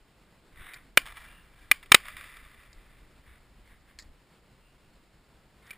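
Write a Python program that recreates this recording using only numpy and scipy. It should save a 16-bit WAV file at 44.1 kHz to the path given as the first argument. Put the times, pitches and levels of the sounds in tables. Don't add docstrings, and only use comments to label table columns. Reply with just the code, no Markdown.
import sys
import numpy as np
from scipy import signal
from scipy.fft import rfft, irfft, next_fast_len
from scipy.io import wavfile

SR = 44100
rng = np.random.default_rng(int(sys.argv[2]) if len(sys.argv) > 2 else 0)


def wav_out(sig):
    wavfile.write(sys.argv[1], SR, np.round(np.clip(np.atleast_2d(sig).T, -1, 1) * 32767).astype(np.int16))


N = 254811
TIME = np.arange(N) / SR
AGE = np.arange(8192) / SR

# t/s, level/dB, focus f/Hz, bounce lag/ms, bounce/dB re level, gas/dB re level, gas length/ms,
# thump/dB, bark/dB, tail/dB, tail decay/ms
SHOTS = [(0.9739, 6.5, 1474, 1.347, 2.5, -15.5, 2.6, -35, -8.5, -31.5, 19.6),
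         (1.7146, 4, 2130, 2.49, -3.5, -19.5, 1.53, -28.5, -24, -40.5, 34.4),
         (1.919, 14, 1150, 2.2, -3, -16, 3, -19, -11, -32.5, 40),
         (1.9449, 7.5, 2042, 1.50, 2.5, -2.5, 3.7, -29.5, -2, -24, 12.3)]
# f/Hz, level/dB, t60/s
HOUSING_MODES = [(1230, -12, 0.018), (1366, -10.5, 0.011), (1740, -2, .012), (2020, -1.5, 0.012),
                 (2354, 3.5, .014), (2910, -8, 0.023), (3090, -14, .016), (3490, -6, 0.012),
                 (4300, -14, .009), (5320, -17, .009)]


def undb(db):
    return 10 ** (np.asarray(db) / 20)


def add(out, t_s, sound):
    i = int(t_s * SR)
    out[i:i + len(sound)] += sound[:N - i]


def colour(x, spectrum):
    hz, db = np.transpose(spectrum)
    size = next_fast_len(len(x))
    bins_hz = np.maximum(np.fft.rfftfreq(size, 1 / SR), 1)
    gain = undb(np.interp(np.log(bins_hz), np.log(hz), db))
    y = irfft(rfft(x, size) * gain, size)[:len(x)]
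    return y / np.std(y)


def burst(spectrum, decay_ms):
    return colour(rng.standard_normal(len(AGE)), spectrum) * np.exp(-1000 * AGE / decay_ms)


def grains(spectrum, rate_hz, spread_db):
    knots = rng.standard_normal(N)
    size_db = spread_db * np.interp(TIME * rate_hz, np.arange(N), knots)
    return colour(rng.standard_normal(N) * undb(size_db), spectrum)


def resonance(x, hz, width_hz):
    return signal.lfilter(*signal.iirpeak(hz, hz / width_hz, fs=SR), x)


def envelope(start_s, hold_s, rise_s, fall_s):
    age = TIME - start_s
    return np.exp(np.minimum(age, 0) / rise_s - np.maximum(age - hold_s, 0) / fall_s)


def swells(rows):
    return sum(undb(db) * np.exp(-((TIME - t_s) / half_s) ** 2) for t_s, half_s, db in rows)


def breeze(wind_db=-1, calm_db=-66, swing_db=-58.5, hiss_db=-62):
    # centre t/s, half length/s, level/dB
    gusts = [(.6, .06, -49), (1.27, 0.16, -53.5), (2.17, 0.084, -50.5), (2.775, 0.032, -50),
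             (3.31, 0.039, -53), (4.085, .05, -48.5)]
    # f/Hz, level/dB
    wind_spectrum = [(7.1, -28.5), (12, 0.5), (49, -2.5), (65, -7), (97, -17), (177, -22.5), (220, -25.5),
                     (300, -23.5), (390, -53.5), (660, -120)]
    # f/Hz, level/dB
    air_spectrum = [(18, -30.5), (30, -4.5), (57, -2.5), (86, -10.5), (128, -5), (252, -10.5), (321, -11.5),
                    (708, -16.5), (2170, -20), (2700, -21.5), (3520, -24), (4480, -24.5), (5700, -29),
                    (7410, -64.5), (12500, -120)]
    swing = undb(swing_db) * envelope(start_s=0.58, hold_s=3.45, rise_s=0.082, fall_s=0.082)
    flow = np.sqrt(undb(calm_db) ** 2 + swing ** 2 + swells(gusts) ** 2)
    buffets = undb(wind_db) * flow * grains(wind_spectrum, rate_hz=22, spread_db=2)
    return buffets + undb(hiss_db) * grains(air_spectrum, rate_hz=27, spread_db=1.15)


def clothes(trim_db=-1):
    # t/s, hold/s, level/dB
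    moves = [(0.603, 0.15, -49), (3.279, 0.081, -60), (3.687, 0.042, -60.5), (3.897, .005, -62),
             (5.662, 0.068, -56.5)]
    # f/Hz, level/dB
    spectrum = [(180, -54), (300, -13), (388, -17.5), (673, -24), (698, -11.5), (789, -15), (860, -18.5),
                (1130, -8), (1290, -9.5), (2050, -2), (2560, -13.5), (3040, -16), (3740, -11), (4170, -31),
                (5600, -30), (7280, -65), (12300, -120)]
    motion = sum(undb(db) * envelope(t_s, hold_s, rise_s=.035, fall_s=.04) for t_s, hold_s, db in moves)
    return undb(trim_db) * motion * grains(spectrum, rate_hz=400, spread_db=3)


def housing():
    hz, db, t60_s = np.transpose(HOUSING_MODES)[:, :, None]
    modes = undb(db) * np.cos(2 * np.pi * hz * AGE) * np.exp(-np.log(1000) * AGE / t60_s)
    ring = modes.sum(axis=0)
    return ring / np.abs(ring).max()


def scuffs(hollow_hz=2360, hollow_db=8, damped_hz=1150):
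    # t/s, peak/dB, contact/ms
    touches = [(0.6665, -49, 1.1), (0.7361, -35, 0.96), (0.7683, -45.5, 1.8), (5.7074, -28, 0.024),
               (5.7095, -32.5, 1.2), (5.7337, -43.5, 0.81)]
    out = np.zeros(N)
    for t_s, db, contact_ms in touches:
        rub = rng.standard_normal(len(AGE)) * np.exp(-1000 * AGE / contact_ms)
        ring = signal.fftconvolve(rub, housing())
        hollow = undb(hollow_db) * resonance(ring, hollow_hz, width_hz=120)
        ring = ring + hollow - resonance(ring, damped_hz, width_hz=300)
        add(out, t_s, undb(db) * ring / np.abs(ring).max())
    return out


def clicks():
    # t/s, level/dB, decay/ms
    contacts = [(0.742, -42, 4.7), (2.73, -51.5, 3.6), (3.9883, -32, 2.4), (3.995, -44, 10.7),
                (4.023, -51.5, 6.8), (5.667, -53.5, 3.7)]
    # f/Hz, level/dB
    spectrum = [(290, -45), (500, -73), (645, -47), (1110, -6), (1470, -15), (1880, 5), (2940, -19),
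                (3160, -15), (3680, -3), (4700, 4), (5700, -1), (7410, -45), (12500, -120)]
    out = np.zeros(N)
    for t_s, db, decay_ms in contacts:
        add(out, t_s, undb(db) * burst(spectrum, decay_ms))
    return out


def muzzle_gas(length_ms):
    # f/Hz, level/dB
    spectrum = [(120, -48), (200, -20.5), (602, -18.5), (865, -21), (1100, -12.5), (1430, -11.5),
                (2360, -5.5), (2640, -5.5), (3120, -6.5), (3390, -12.5), (3740, -4), (4010, -10),
                (5600, -20), (7280, -50.5), (12300, -120)]
    u = AGE * 1000 / length_ms
    return colour(rng.standard_normal(len(AGE)), spectrum) * 2 * u * np.exp(-u ** 2)


def shots(thump_s=.0015, bark_hz=560, bark_s=0.0017, focus_db=2, null_hz=950):
    # f/Hz, level/dB
    tail_spectrum = [(120, -45.5), (200, -21), (326, -11.5), (682, -21.5), (1140, -3.5), (1300, -17.5),
                     (1410, -7.5), (2020, -8), (2360, -0.5), (2600, -10.5), (3210, -7), (3440, -13),
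                     (4180, -19.5), (4670, -11.5), (5600, -22), (7280, -50.5), (12300, -120)]
    out, low, body = np.zeros(N), np.zeros(N), housing()
    thump = (1 - AGE / thump_s) * np.exp(-AGE / thump_s)
    bark = -np.cos(2 * np.pi * bark_hz * AGE) * np.exp(-AGE / bark_s)
    for t_s, db, hz, lag_ms, bounce_db, gas_db, gas_ms, thump_db, bark_db, tail_db, tail_ms in SHOTS:
        ring = undb(db) * (body + undb(focus_db) * resonance(body, hz, width_hz=420))
        add(out, t_s, ring)
        add(out, t_s + lag_ms / 1000, undb(bounce_db) * ring)
        add(low, t_s, undb(thump_db) * thump + undb(bark_db) * bark)
        add(out, t_s, undb(db + gas_db) * muzzle_gas(gas_ms))
        add(out, t_s, undb(tail_db) * burst(tail_spectrum, tail_ms))
    return out - resonance(out, null_hz, width_hz=260) + low


def hills(echo_db=-4, roll_db=-0.5, ring_db=-4, onset_s=0.00035):
    # t/s, level/dB, rise/s, decay/s
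    rolls = [(1.018, -47, 0.0092, 0.019), (1.062, -47.5, 0.0072, 0.074), (1.172, -50, 0.024, .16),
             (1.62, -60.5, .09, .14), (2.088, -46.5, 0.083, 0.081), (2.18, -48.5, 0.011, 0.28),
             (2.605, -55.5, 0.018, 0.054), (2.88, -66, .12, 0.32)]
    # t/s, level/dB, decay/ms
    echoes = [(0.992, -33, 2.2), (1.0563, -34, 2.6), (1.0633, -31, 2.8), (1.0718, -32, 2.6),
              (1.083, -31.5, 3.1), (1.1095, -41, 2), (1.1228, -37.5, 2.8), (1.169, -36, 5.6),
              (1.8283, -39.5, 6.8), (1.8592, -45, 6.6), (2.0553, -33.5, 3.2), (2.0829, -31, 3.7),
              (2.167, -32.5, 7.7), (2.211, -34.5, 3), (2.3689, -34, 2.7)]
    # f/Hz, level/dB
    spectra = [
        [(290, -43.5), (500, -14), (576, -23), (637, -11), (881, -11.5), (1120, -5), (1390, -3), (1520, -10.5),
         (1630, 0), (2170, -6.5), (2350, -3.5), (2600, -12.5), (3550, -9.5), (4050, -18), (5600, -20),
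         (7280, -56), (12300, -120)],
        [(290, -51), (500, -24.5), (606, -12.5), (812, -22), (1160, -5), (1500, -9.5), (2020, -1.5),
         (2190, -7.5), (2350, -7.5), (2790, -11), (2960, -16), (3630, -9.5), (4180, -24.5), (4760, -17.5),
         (5600, -26), (7280, -58.5), (12300, -120)],
    ]
    second_shot_s = SHOTS[1][0]
    out, powers = np.zeros(N), np.zeros((2, N))
    for t_s, db, rise_s, decay_s in rolls:
        roll = undb(db + roll_db) * envelope(t_s, 0, rise_s, decay_s)
        powers[int(t_s > second_shot_s)] += roll ** 2
    for power, spectrum in zip(powers, spectra):
        out += np.sqrt(power) * grains(spectrum, rate_hz=260, spread_db=2.5)
    onset = 1 - np.exp(-AGE / onset_s)
    for t_s, db, decay_ms in echoes:
        spectrum = spectra[int(t_s > second_shot_s)]
        add(out, t_s, undb(db + echo_db) * onset * burst(spectrum, decay_ms))
    ring = sum(undb(db) * resonance(out, hz, width_hz=70) for hz, db, _ in HOUSING_MODES)
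    return out + undb(ring_db) * ring


def whistle(hz=2780, width_hz=190):
    # centre t/s, half length/s, level/dB
    whistles = [(1.354, 0.105, -63.5), (4.677, 0.054, -70)]
    band = resonance(rng.standard_normal(N), hz, width_hz)
    band = resonance(band, hz, width_hz)
    return band / np.std(band) * swells(whistles)


def bird():
    # t/s, length/s, start f/Hz, end f/Hz, level/dB
    chirps = [(4.298, 0.075, 4320, 4400, -75), (4.889, 0.1, 4300, 4450, -75),
              (5.101, 0.0777, 4350, 4480, -78), (5.22, .06, 4550, 4600, -77)]
    out = np.zeros(N)
    for t_s, length_s, start_hz, end_hz, db in chirps:
        hz = np.linspace(start_hz, end_hz, int(length_s * SR))
        phase = 2 * np.pi * np.cumsum(hz) / SR
        add(out, t_s, undb(db) * np.hanning(len(hz)) * np.sin(phase))
    return out


def stereo_side(wind_db=-16, hiss_db=-75, turbulence_db=-19):
    side = undb(wind_db) * breeze() + undb(hiss_db) * rng.standard_normal(N)
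    for t_s, db, _, _, _, gas_db, gas_ms, *_ in SHOTS:
        add(side, t_s, undb(db + gas_db + turbulence_db) * muzzle_gas(gas_ms))
    return side


def scene():
    mid = shots() + hills() + clothes() + scuffs() + clicks() + whistle() + bird() + breeze()
    side = stereo_side()
    return np.array([mid + side, mid - side])


def record(dry, ceiling=0.99, bass_hz=300, antialias_hz=5800, top_hz=15400):
    excess = dry - ceiling * np.tanh(dry / ceiling)
    highpass = signal.butter(2, bass_hz, "high", fs=SR, output="sos")
    clipped = dry - signal.sosfiltfilt(highpass, excess)
    antialias = signal.firwin(161, antialias_hz, fs=SR)
    band = signal.fftconvolve(clipped, antialias[None], mode="same")
    samples_12k = signal.resample_poly(band, 160, 147, axis=1)[:, ::4]
    held_48k = np.repeat(samples_12k, 4, axis=1)
    held = signal.resample_poly(held_48k, 147, 160, axis=1)[:, :N]
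    lowpass = signal.ellip(10, .1, 60, top_hz, fs=SR, output="sos")
    return signal.sosfiltfilt(lowpass, np.clip(held, -.97, .97))


dry = scene()
out = record(dry)
wav_out(out)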